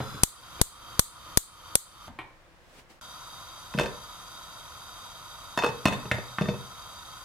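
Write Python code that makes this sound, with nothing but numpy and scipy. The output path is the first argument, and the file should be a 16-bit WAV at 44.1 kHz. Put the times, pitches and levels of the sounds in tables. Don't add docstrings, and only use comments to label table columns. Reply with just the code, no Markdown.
import sys
import numpy as np
from scipy import signal
from scipy.fft import rfft, irfft, next_fast_len
from scipy.io import wavfile

SR = 44100
rng = np.random.default_rng(int(sys.argv[2]) if len(sys.argv) > 2 else 0)


def int16_out(signal):
    q = np.round(np.clip(np.atleast_2d(signal).T, -1, 1) * 32767)
    wavfile.write(sys.argv[1], SR, q.astype(np.int16))


N = 319284
TIME = np.arange(N) / SR
GAP_START_S, GAP_END_S = 2.998, 3.012


def amp(db):
    return 10 ** (np.asarray(db, float) / 20)


def rms_one(x):
    return x / np.sqrt(np.mean(x ** 2) + 1e-20)


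def at_hz(points, hz):
    point_hz, values = np.transpose(points)
    return np.interp(np.log(hz + 1), np.log(point_hz), values)


def butter(x, hz, kind, order=2):
    return signal.sosfilt(signal.butter(order, hz, kind, fs=SR, output="sos"), x)


def shape(x, response):
    size = next_fast_len(N + SR // 8)
    return irfft(rfft(x, size) * response(np.arange(size // 2 + 1) * SR / size), size)[..., :N]


def diffuse(colour):
    # (frequency [Hz], correlation [-1..1])
    likeness = [(60, 0.36), (180, 0.57), (550, 0.83), (1650, 0.096), (4970, 0.036), (15000, 0.08)]
    mid, side = rng.standard_normal((2, N))
    mid = shape(mid, lambda hz: amp(at_hz(colour, hz)) * np.sqrt(1 + at_hz(likeness, hz)))
    side = shape(side, lambda hz: amp(at_hz(colour, hz)) * np.sqrt(1 - at_hz(likeness, hz)))
    return rms_one(np.array([mid + side, mid - side]))


def room(x):
    # (frequency [Hz], t60 [s])
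    room_t60 = [(100, 0.47), (1000, 0.41), (5000, 0.31), (15000, 0.23)]
    t, tail = TIME[:SR // 2], 0
    white = diffuse([(20, 0), (20000, 0)])[:, :len(t)]
    for low_hz in 40 * 2. ** np.arange(9):
        band = butter(white, [low_hz, min(2 * low_hz, 19000)], "band")
        tail = tail + band * amp(-60 * t / at_hz(room_t60, 1.4 * low_hz))
    tail *= np.clip(t / 0.002, 0, 1) ** 2
    return signal.fftconvolve(x, rms_one(tail) / np.sqrt(len(t)), axes=1)[:, :N]


def kitchen_air():
    # (frequency [Hz], density [dB])
    colour = [(15, -41), (25, 1), (221, -14.5), (253, -21.5), (322, -9.5), (445, -21.5), (495, -9),
              (631, -14.5), (1660, -16), (10600, -38), (15500, -43)]
    level_db = np.select([TIME < GAP_START_S, TIME < GAP_END_S], [-51.5 - 2.2 * TIME, -72], -58.5)
    return amp(level_db) * diffuse(colour)


def hand_rustle():
    # (peak time [s], peak level [dB], swell [dB/s], fade [dB/s])
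    brushes = [(2.796, -52.5, 93, 350), (2.902, -53, 1200, 209)]
    # (frequency [Hz], density [dB])
    colour = [(120, -33), (200, -15), (3120, -23.5), (5300, -26.5), (6590, -29), (8050, -30),
              (15500, -39.5)]
    strokes_db = [peak_db - np.where(TIME < s, swell * (s - TIME), fade * (TIME - s))
                  for s, peak_db, swell, fade in brushes]
    return amp(np.max(strokes_db, axis=0)) * diffuse(colour)


def burner_resonances():
    # (frequency [Hz], width [Hz], level igniting [dB], level steady [dB],
    # left over right [dB], left lag [ms])
    air_spaces = [(711, 398, -15, -10.5, -0.5, 0.022), (973, 103, -5, -2.5, 2.5, 0.078),
                  (1050, 57, -1.5, -0.5, 5, .05), (1170, 202, -5.5, -8, -8.5, .06),
                  (1277, 190, 0.5, 0, 0.5, .07), (1463, 150, -5.5, -6, -1, 0.14),
                  (3265, 210, -5.5, -6, 2, 0.088), (3724, 180, -7.5, -2, -6, 0.067),
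                  (3870, 60, -8.5, -15.5, -3.5, .04), (4768, 220, -8.5, -6.5, 5, .01),
                  (5880, 470, -13.5, -10.5, -0.5, 0.061), (6730, 540, -17.5, -15, 2, .04),
                  (7740, 140, -20.5, -15.5, 2, 0.027), (8640, 140, -20.5, -14, 2.5, .01),
                  (8693, 220, -19.5, -18.5, 0, .01), (10200, 360, -24, -24, -2.5, 0.013),
                  (11160, 470, -16.5, -12.5, 2, 0.029), (12830, 480, -34.5, -25, 2.5, 0.0096)]
    peak_hz, width_hz, igniting_db, steady_db, pan_db, lag_ms = np.transpose(air_spaces)[:, :, None]
    grid = np.geomspace(20, SR / 2, 3000)
    polarity = (-1.) ** np.arange(len(air_spaces))[:, None]
    peaks = polarity / (1 + 1j * (grid ** 2 - peak_hz ** 2) / (grid * width_hz)) ** 2
    half_lag = np.pi * grid * lag_ms / 1000
    responses = [np.sum(peaks * amp(level_db + side * pan_db / 2) * np.exp(-1j * side * half_lag), 0)
                 for level_db in (igniting_db, steady_db) for side in (1, -1)]
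    sung = shape(rng.standard_normal(N), lambda hz: np.array([np.interp(hz, grid, r) for r in responses]))
    pitch = np.where(TIME < .245, 1.055, 1 - .017 * TIME)
    igniting = [np.interp(np.cumsum(pitch), np.arange(N), channel) for channel in sung[:2]]
    return rms_one(np.where(TIME < (GAP_START_S + GAP_END_S) / 2, igniting, sung[2:]))


def gas_jet():
    # (frequency [Hz], density [dB])
    colour = [(18, -28.5), (35, -3.5), (114, -3.5), (400, -22), (1260, -14), (2690, -16.5), (3780, -16),
              (4900, -16.5), (5400, -23.5), (6400, -19), (8000, -25.5), (9500, -22), (11500, -21.5),
              (14800, -26.5), (15600, -56.5)]
    knob_release_s, steady_db = 2.08, -46.5
    sung = burner_resonances()
    flutter_db = 0.76 * rms_one(butter(rng.standard_normal(N), 25, "low"))
    since_release = np.maximum(TIME - knob_release_s, 0)
    shutoff_db = 13 * (1 - np.exp(-since_release / .012)) + 120 * since_release
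    igniting_db = -43.5 - 2.06 * TIME - shutoff_db
    level = amp(np.where(TIME < GAP_END_S, igniting_db, steady_db))
    return level * (sung * amp(flutter_db) + amp(-5) * diffuse(colour))


def touches(events, modes, ring_db, tick_db, clatter_s, clatter_db, spread_db):
    edges_hz = [70, 300, 800, 2100, 3200, 10000]
    bands, knock = list(zip(edges_hz, edges_hz[1:])), 2
    t, clatter_n, out = TIME[:SR // 4], SR // 8, np.zeros(N + SR)
    hz, mode_db, t60 = np.transpose(modes)[:, :, None]
    zone = np.searchsorted(edges_hz, hz[:, 0]) - 1
    waves = np.sin(2 * np.pi * hz * t) * (1 - np.exp(-hz * t * 3))
    for s, thud_db, body_db, knock_db, knock_hz, chime_db, t60_share in events:
        zone_db = np.array([thud_db, body_db, knock_db, chime_db, chime_db + tick_db])
        strength = amp(ring_db + zone_db[zone] + rng.normal(0, spread_db, len(modes)))
        strength *= rng.choice([-1, 1], len(modes))
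        strength *= amp(-7 * np.abs(np.log2(hz[:, 0] / knock_hz)) * (zone == knock))
        bands[knock] = (knock_hz / 1.66, knock_hz * 1.42)
        sound = strength @ (waves * amp(mode_db - 60 * t / (t60 * t60_share)))
        grains = rng.standard_normal(clatter_n) * rng.exponential(1, clatter_n)
        clatter = grains * np.exp(-t[:clatter_n] / clatter_s)
        for band, level_db in zip(bands, zone_db):
            band_rms = np.std(butter(grains[:clatter_n // 2], band, "band"))
            sound[:clatter_n] += amp(clatter_db + level_db) * butter(clatter, band, "band") / band_rms
        at = round(s * SR)
        out[at:at + len(t)] += sound
    return butter(out[:N], 50, "high")


def gas_knob():
    # (time [s], thud [dB], body [dB], knock [dB], knock centre [Hz], chime and tick [dB],
    # share of free ringing time [ratio])
    events = [(.002, -25, -25.5, -43, 1200, -42, 0.48), (.143, -37, -60, -55, 1190, -53, 0.34),
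              (.595, -38, -39, -45, 1320, -46.5, 0.37), (2.077, -34, -40.5, -44, 900, -54, 0.1),
              (2.188, -52, -41, -32, 1050, -38.5, 0.82), (2.785, -58, -55, -60, 1205, -55, .31)]
    # (frequency [Hz], level [dB], t60 [s])
    modes = [(123, 12.5, 0.24), (325, 4.5, 0.12), (748, 0.5, .1), (900, -3, .1), (1050, 0, 0.0797),
             (1180, -5, .1), (1880, 2, .12), (2170, -0.5, 0.17), (2260, 2, .22), (2340, -3.5, 0.27),
             (2410, 0.5, .2), (2560, -6, .18)]
    return touches(events, modes, ring_db=-7.5, tick_db=-14.5, clatter_s=0.02, clatter_db=-5, spread_db=3.5)


def pot_lid():
    # (time [s], thud [dB], body [dB], knock [dB], knock centre [Hz], chime and tick [dB],
    # share of free ringing time [ratio])
    events = [(3.739, -42, -42, -28, 1270, -41, 0.2), (3.748, -29.5, -37, -43, 1240, -51, 0.48),
              (3.777, -26.5, -32.5, -45, 800, -41, 0.72), (3.787, -26, -25, -14.5, 1690, -29, 0.19),
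              (3.796, -20.5, -19, -15.5, 970, -26, 0.22), (3.811, -27.5, -20.5, -26, 870, -30.5, 0.33),
              (3.834, -29, -30, -28, 960, -34, .24), (3.859, -39, -33.5, -30.5, 1780, -38, 0.55),
              (5.575, -28.5, -21, -14, 1070, -29, 0.38), (5.589, -36, -50, -18, 910, -27.5, .52),
              (5.623, -50, -50, -21.5, 910, -36, 0.63), (5.636, -37, -21, -17, 970, -33, 0.43),
              (5.644, -46, -21, -14, 1020, -28.5, 0.35), (5.663, -36, -27, -22, 940, -32.5, 0.52),
              (5.689, -31.5, -46, -34, 1690, -40, 0.38), (5.855, -11.5, -16, -11, 1030, -20, 0.26),
              (5.86, -18, -21.5, -12.5, 1240, -27, 0.56), (5.873, -25, -40, -22, 1060, -23.5, 0.38),
              (5.883, -21, -18, -14, 920, -25, 0.11), (5.925, -42, -28, -22.5, 1100, -33, 0.35),
              (5.934, -33, -37, -25, 950, -33, 0.21), (6.055, -32, -38, -36, 880, -48, 0.47),
              (6.114, -26, -27, -12.5, 1500, -34, 0.25), (6.117, -17.5, -20, -35, 1320, -30, 0.29),
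              (6.143, -32, -33, -36, 1370, -43, .4), (6.184, -34, -32.5, -35, 1050, -44, .44),
              (6.384, -26.5, -46, -19, 1360, -45, 0.43), (6.41, -19, -26, -41, 1170, -40, 0.73),
              (6.42, -38, -33, -31, 1020, -37, .25), (6.456, -28.5, -38, -31, 1370, -48, 1),
              (6.486, -24.5, -26.5, -27, 1970, -40, 0.82), (6.541, -40, -35, -46, 1070, -52, 0.55)]
    # (frequency [Hz], level [dB], t60 [s])
    modes = [(119.2, -2, 0.43), (143, 6.5, 0.067), (178.7, 11, 0.082), (367, 9, 0.047), (479, -0.5, 0.19),
             (616, 6.5, 0.1), (880, -0.5, 0.029), (936, -3.5, 0.1), (1030, -4.5, 0.04), (1195, -0.5, 0.046),
             (1530, -9, 0.05), (1759, -7.5, 0.06), (1853, -4, 0.049), (2575, 5, 0.21), (2690, 12, 0.028),
             (3460, -18.5, 0.3), (3590, 2.5, 0.18), (4310, 4, 0.04), (4470, -3.5, 0.18), (5270, -1, 0.12),
             (5868, -4, 0.085), (6370, -9, 0.21), (7060, -13, 0.25)]
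    return touches(events, modes, ring_db=-5, tick_db=-3, clatter_s=0.005, clatter_db=-5.5, spread_db=2.5)


def igniter():
    # (time [s], snap [dB], low jolt left [dB], low jolt right [dB])
    sparks = [(0.2341, 7, -10, -22), (0.6142, 5, -7, -45), (0.9938, 7, -13.5, -16.5),
              (1.3731, 6.5, -10.5, -40), (1.7537, 6, -19.5, -25)]
    # (frequency [Hz], density [dB])
    colour = [(150, -6.5), (400, 3), (800, -2), (1300, -7), (2800, -11.5), (3800, -3.5), (5500, -4.5),
              (7500, -1.5), (9000, 0), (11300, 2.5), (13000, -11.5), (15000, -14), (16400, -40.5)]
    rattles, impulses, jolts = np.zeros((3, 2, N))
    t = TIME[:SR // 20]
    rattle_fade = np.exp(-t / 0.004) / (1 + np.exp((t - 0.0019) / 0.0069))
    push = 1.52 * (1 - np.exp(-t / 0.00045)) * np.exp(-(t / 0.0029) ** 2)
    for s, snap_db, *jolt_db in sparks:
        for ch, (lag_s, pan_db) in enumerate([(0, 0.1), (.0008, -2.5)]):
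            at = round((s + lag_s) * SR)
            rattles[ch, at:at + len(t)] += amp(snap_db + pan_db) * rattle_fade * rng.standard_normal(len(t))
            impulses[ch, at] = amp(snap_db)
            jolts[ch, at:at + len(t)] += amp(jolt_db[ch]) * push
    crack, bang = shape(np.array([rattles, impulses]), lambda hz: amp(at_hz(colour, hz)))
    jolts = butter(jolts, 14, "high")
    escaped = butter(bang, 4500, "high", order=1)
    return amp(-1.32) * crack + amp(-2) * bang + jolts + amp(8.5) * room(escaped)


def scene():
    hits = amp([[.1], [-.1]]) * (pot_lid() + gas_knob())
    bed = gas_jet() + kitchen_air() + hand_rustle()
    return bed + igniter() + hits + amp(-3.5) * room(hits)


def record(dry):
    threshold_db, lag_s, cutoff_hz = -9, 0.0035, 16665
    sensed = dry + 0.8 * np.diff(dry, prepend=0)
    over_db = np.maximum(20 * np.log10(np.abs(sensed).max(0) + 1e-9) - threshold_db, 0)
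    release_db = 52 * TIME
    held_db = np.maximum.accumulate(over_db + release_db) - release_db
    pole = np.exp(-1 / (lag_s * SR))
    duck_db = .8 * signal.lfilter([(1 - pole) ** 2], [1, -2 * pole, pole ** 2], held_db)
    clipped = np.clip(dry * amp(-duck_db), -.9, .9)
    return signal.sosfilt(signal.cheby2(16, 60, cutoff_hz, fs=SR, output="sos"), clipped)


dry = scene()
out = record(dry)
int16_out(out)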